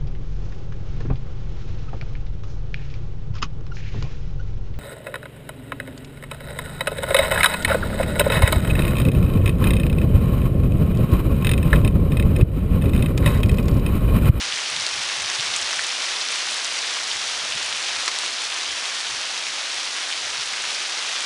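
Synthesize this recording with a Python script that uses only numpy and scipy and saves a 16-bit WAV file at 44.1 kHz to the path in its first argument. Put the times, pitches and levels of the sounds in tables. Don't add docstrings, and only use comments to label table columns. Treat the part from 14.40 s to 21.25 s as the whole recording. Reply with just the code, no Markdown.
import sys
import numpy as np
from scipy import signal
from scipy.fft import rfft, irfft, next_fast_len
from scipy.io import wavfile

SR = 44100
rng = np.random.default_rng(int(sys.argv[2]) if len(sys.argv) > 2 else 0)


def wrap_up_sound(samples):
    columns = np.atleast_2d(samples).T
    tamed = np.clip(columns, -1, 1)
    steps = np.round(tamed * 32767).astype(np.int16)
    wavfile.write(sys.argv[1], SR, steps)


def natural_amplitude(level_db):
    exponent = np.asarray(level_db, float) / 20
    return 10 ** exponent


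N = 302085

# (frequency [Hz], density [dB per Hz])
RAIN_COLOUR = [(30, -70), (100, -33.5), (190, -22.5), (280, -15.5), (420, -13), (680, -8), (1300, -4.5),
               (2200, -2.5), (3500, -1), (4600, -2.5), (5900, -3.5), (7500, -11), (9500, -15), (10900, -21),
               (14000, -37)]
LEAF_HZ = 3000


def rms_one(x):
    return x / np.sqrt(np.mean(x ** 2) + 1e-20)


def colour(x, points):
    size = next_fast_len(N + 8192)
    size += size % 2
    hz = np.maximum(np.fft.rfftfreq(size, 1 / SR), 1)
    at, db = np.transpose(points)
    log_gain = np.interp(np.log(hz), np.log(at), db) * np.log(10) / 20
    cepstrum = irfft(log_gain, size)
    cepstrum[1:size // 2] *= 2
    cepstrum[size // 2 + 1:] = 0
    response = np.exp(rfft(cepstrum))
    return irfft(rfft(x, size) * response, size)[:N]


def drift(rate):
    step, settle = 40, 2000
    r = np.exp(-2 * np.pi * rate * step / SR)
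    noise = rng.standard_normal(N // step + 2 + settle)
    slow = signal.lfilter([1], [1, -2 * r, r * r], noise)[settle:]
    return np.interp(np.arange(N) / step, np.arange(len(slow)), rms_one(slow))


def resonate(x, hz, width):
    r = np.exp(-np.pi * width / SR)
    feedback = [1, -2 * r * np.cos(2 * np.pi * hz / SR), r * r]
    return signal.lfilter([(1 - r * r) / 2, 0, (r * r - 1) / 2], feedback, x + 1e-18)


def wind():
    # (frequency [Hz], density [dB per Hz])
    wind_colour = [(15, -26), (30, -13), (60, -8.5), (120, -6), (190, -7), (300, -10), (600, -74)]
    lumps = natural_amplitude(3.0 * drift(15))
    return rms_one(colour(rng.standard_normal(N), wind_colour) * lumps)


def puffs(count=4):
    # (middle [s], length [s], peak level [dB], middle frequency [Hz])
    thumps = [(0.1, 0.11, -48, 110), (0.335, 0.048, -43, 150), (0.375, .03, -42, 165),
              (0.415, 0.042, -44, 125), (0.542, 0.044, -50, 80), (0.59, 0.039, -44, 130),
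              (0.658, 0.044, -53, 75), (0.785, .03, -47, 150), (0.835, 0.06, -43, 100),
              (1.0, 0.014, -37, 150), (1.05, 0.031, -50, 140), (1.098, 0.049, -47, 140),
              (1.156, 0.043, -54, 130), (1.236, .04, -50, 80), (1.4, .06, -53, 90), (1.74, 0.046, -60, 80),
              (2.3, 0.042, -59, 65), (2.5, 0.048, -59, 110), (2.765, 0.025, -48, 85),
              (2.988, 0.04, -54, 60), (3.037, 0.006, -44, 150), (3.102, .04, -53, 120),
              (3.163, 0.024, -40, 134), (3.24, 0.037, -53, 80), (3.385, .03, -55, 100),
              (3.585, 0.0306, -49, 115), (4.1, 0.042, -58, 90), (4.315, 0.06, -51, 80),
              (4.725, 0.05, -46, 105), (4.785, .02, -54, 70), (5.1, 0.035, -58, 110),
              (5.847, 0.035, -51, 90), (5.92, 0.068, -54, 65), (5.996, 0.031, -49, 125),
              (6.08, 0.049, -60, 60), (6.27, 0.074, -53, 110)]
    eddy_octaves, puff_cycles = 0.6, 0.45
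    eddy_spread_db, large_eddy_loss_db = 1.5, 3
    out, steps = np.zeros(N), np.linspace(-.5, .5, count)[:, None]
    chances = rng.random((len(thumps), count, 3))
    for (middle, length, gust_db, gust_hz), draws in zip(thumps, chances):
        near = np.arange(max(int((middle - .15) * SR), 0), min(int((middle + .15) * SR), N))
        place, force, turn = draws.T[:, :, None]
        spread = (np.argsort(place, axis=0) + .5) / count - .5
        eddy_hz = gust_hz * 2 ** (eddy_octaves * steps)
        cycles = (near / SR - middle - length * spread) * eddy_hz
        eddy_db = eddy_spread_db * (2 * force - 1) + large_eddy_loss_db * steps
        swell = np.exp(-.5 * (cycles / puff_cycles) ** 2)
        swing = np.sin(2 * np.pi * (cycles + turn))
        gust = np.sum(natural_amplitude(eddy_db) * swell * swing, axis=0)
        out[near] += natural_amplitude(gust_db) * gust / np.abs(gust).max()
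    return out


def far_rain():
    shimmer = natural_amplitude(0.63 * drift(24))
    return rms_one(colour(rng.standard_normal(N) * shimmer, RAIN_COLOUR))


def ticks(count=14):
    ticks_per_s, tick_cycles = 1900, 2.36
    tick_spread_db, largest_tick_db = 5.5, 10
    size_db = np.minimum(tick_spread_db * rng.exponential(1, N), largest_tick_db)
    sizes = natural_amplitude(size_db) * rng.choice([-1, 1], N)
    clumps = natural_amplitude(2.2 * drift(12))
    born = rng.random(N) < ticks_per_s * clumps / SR
    leaf = rng.integers(0, count, N)
    rings = np.zeros(N)
    for k, hz in enumerate(np.geomspace(350, 10000, count)):
        rings += resonate(sizes * born * (leaf == k), hz, hz / tick_cycles)
    return rms_one(colour(rings, RAIN_COLOUR))


def patter(count=220):
    top_db, spread_db, db_per_octave = -22.5, 0.5, 11
    when, pitch, force = rng.random((count, 3)).T
    hz = 700 * (8500 / 700) ** np.sqrt(pitch)
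    octaves_below = np.log2(np.minimum(hz / LEAF_HZ, 1))
    db = top_db + spread_db * np.log(force + 1e-9) + db_per_octave * octaves_below
    return list(zip(.01 + when * (N / SR - .01), db, hz))


def close_drops():
    # (time of the ring's peak [s], peak level of the ring ahead of the band-pass [dB], pitch [Hz])
    placed = [(0.124, -12, 2900), (0.1736, -15, 1900), (0.3013, -14, 8000), (0.364, -11, 3390),
              (0.3969, -16, 8500), (0.4, -12, 4520), (0.4093, -11, 5300), (0.4654, -8.5, 4150),
              (0.4657, -13, 7460), (0.6994, -15, 2300), (0.7283, -14, 4500), (0.821, -14, 8300),
              (0.86, -14, 5000), (0.8693, -23, 2800), (0.8942, -23, 2700), (0.9002, -16, 1900),
              (0.9004, -12, 5500), (0.9141, -21, 8300), (0.9477, -18, 6800), (0.9502, -12, 5200),
              (0.9974, -11, 3500), (1.0088, -10, 4840), (1.0092, -18, 2700), (1.139, -10.5, 3200),
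              (1.163, -6, 6900), (1.215, -12, 7150), (1.3297, -11, 5000), (1.3298, -14, 1790),
              (1.3332, -20.5, 1000), (1.3432, -18, 7000), (1.362, -16, 7450), (1.3939, -17, 8000),
              (1.3935, -10, 1680), (1.398, -16, 1700), (1.4239, -18, 8000), (1.4409, -14, 8400),
              (1.4454, -15, 3600), (1.4678, -12, 7000), (1.5692, -24, 2800), (1.5895, -17, 4570),
              (1.6845, -20, 8300), (1.813, -12, 4490), (1.852, -21, 8300), (1.8868, -13, 4410),
              (1.9026, -18, 2400), (1.9183, -13, 8500), (1.9427, -16, 4800), (1.9571, -18, 8300),
              (2.0725, -19, 1500), (2.1104, -15, 8300), (2.1251, -17, 8300), (2.144, -15, 8000),
              (2.1706, -19, 7500), (2.2461, -9.5, 6300), (2.2661, -15, 8300), (2.3334, -17, 8300),
              (2.3897, -9, 5200), (2.439, -16, 1760), (2.4637, -20, 8300), (2.5015, -14, 4430),
              (2.5711, -21, 960), (2.6784, -22, 8300), (2.7119, -18, 3850), (2.715, -11, 3000),
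              (2.7308, -15, 7500), (2.8795, -19, 8300), (2.8872, -16, 2970), (3.1226, -11.5, 2800),
              (3.229, -20, 1600), (3.2294, -14, 7450), (3.2608, -15, 8500), (3.3266, -11, 3000),
              (3.3654, -16, 8400), (3.6596, -12, 7500), (3.6785, -12, 4200), (3.6784, -13.5, 1750),
              (3.6793, -33.5, 320), (3.6797, -7, 4200), (3.68, -14, 1150), (3.6806, -8.5, 5300),
              (3.682, -17, 2200), (3.686, -23, 1200), (3.6862, -19, 5800), (3.689, -26, 1100),
              (3.7877, -10, 3870), (3.7875, -12, 7900), (3.8354, -20, 1100), (3.8627, -17, 8060),
              (4.0205, -15, 7500), (4.0426, -17, 8300), (4.125, -15, 3220), (4.1444, -14, 4830),
              (4.4558, -15, 3390), (5.0675, -15, 2500), (5.69, -16, 4500), (5.7027, -18, 8000),
              (5.703, -19, 1600), (5.726, -13, 2970), (5.732, -13, 2930), (5.904, -14, 5000),
              (5.9464, -21, 1600), (6.0623, -18, 7960), (6.1373, -16, 2190), (6.2214, -15, 7440),
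              (6.2388, -18, 1560), (6.3473, -12, 4560), (6.523, -17, 4600), (6.6248, -12, 3200),
              (6.6884, -18, 2200), (6.7623, -15, 2970), (6.8066, -14, 7000), (6.806, -17, 2800),
              (6.8261, -19, 8300)]
    ring_cycles, cycles_power = 3.1, 0.2
    splash_s, splash_delay_s, splash_db = 0.0075, 0.00046, -13
    out, t = np.zeros(N + 882), np.arange(882) / SR
    hit = np.eye(1, len(t))[0]
    drops = patter() + placed
    fade = np.exp(-t / splash_s) * (t > splash_delay_s)
    droplets = rng.standard_normal((len(drops), len(t))) * fade
    for (s, peak_db, hz), splash in zip(drops, droplets):
        width = hz / (ring_cycles * (hz / LEAF_HZ) ** cycles_power)
        ring = resonate(resonate(hit, hz, width), hz, 2.6 * width)
        splash = resonate(splash, hz, hz * 0.46)
        drop = ring / np.abs(ring).max() + natural_amplitude(splash_db) * splash / np.abs(splash).max()
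        start = int(s * SR) - np.abs(ring).argmax()
        out[start:start + len(t)] += natural_amplitude(peak_db) * drop
    band = signal.butter(2, [250, 10000], "band", fs=SR, output="sos")
    return signal.sosfilt(band, out[:N])


def scene():
    # (time [s], level [dB])
    shower = [(0.0, -26), (1.49, -25), (1.81, -25.5), (2.17, -25.5), (6.01, -27), (6.85, -26)]
    # (time [s], level [dB])
    breeze = [(0.0, -54), (0.15, -66), (0.38, -58), (0.53, -61), (1.28, -62), (1.45, -71), (2.59, -69),
              (3.03, -56), (3.64, -70.5), (5.07, -74), (5.44, -76), (6.07, -64), (6.6, -74), (6.85, -76)]
    now = np.arange(N) / SR
    rain = natural_amplitude(-2) * far_rain() + natural_amplitude(-5) * ticks()
    rain_gain = natural_amplitude(np.interp(now, *np.transpose(shower)))
    wind_gain = natural_amplitude(np.interp(now, *np.transpose(breeze)))
    mix = rain_gain * rain + wind_gain * wind()
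    mix = mix + close_drops() + puffs()
    return mix[None]


def roll_off(x):
    return signal.sosfilt(signal.butter(12, 11015, fs=SR, output="sos"), x)


def record(dry):
    low_pass = signal.ellip(12, .3, 75, 11020, fs=SR, output="sos")
    return roll_off(signal.sosfilt(low_pass, dry))


dry = scene()
out = record(dry)
wrap_up_sound(out)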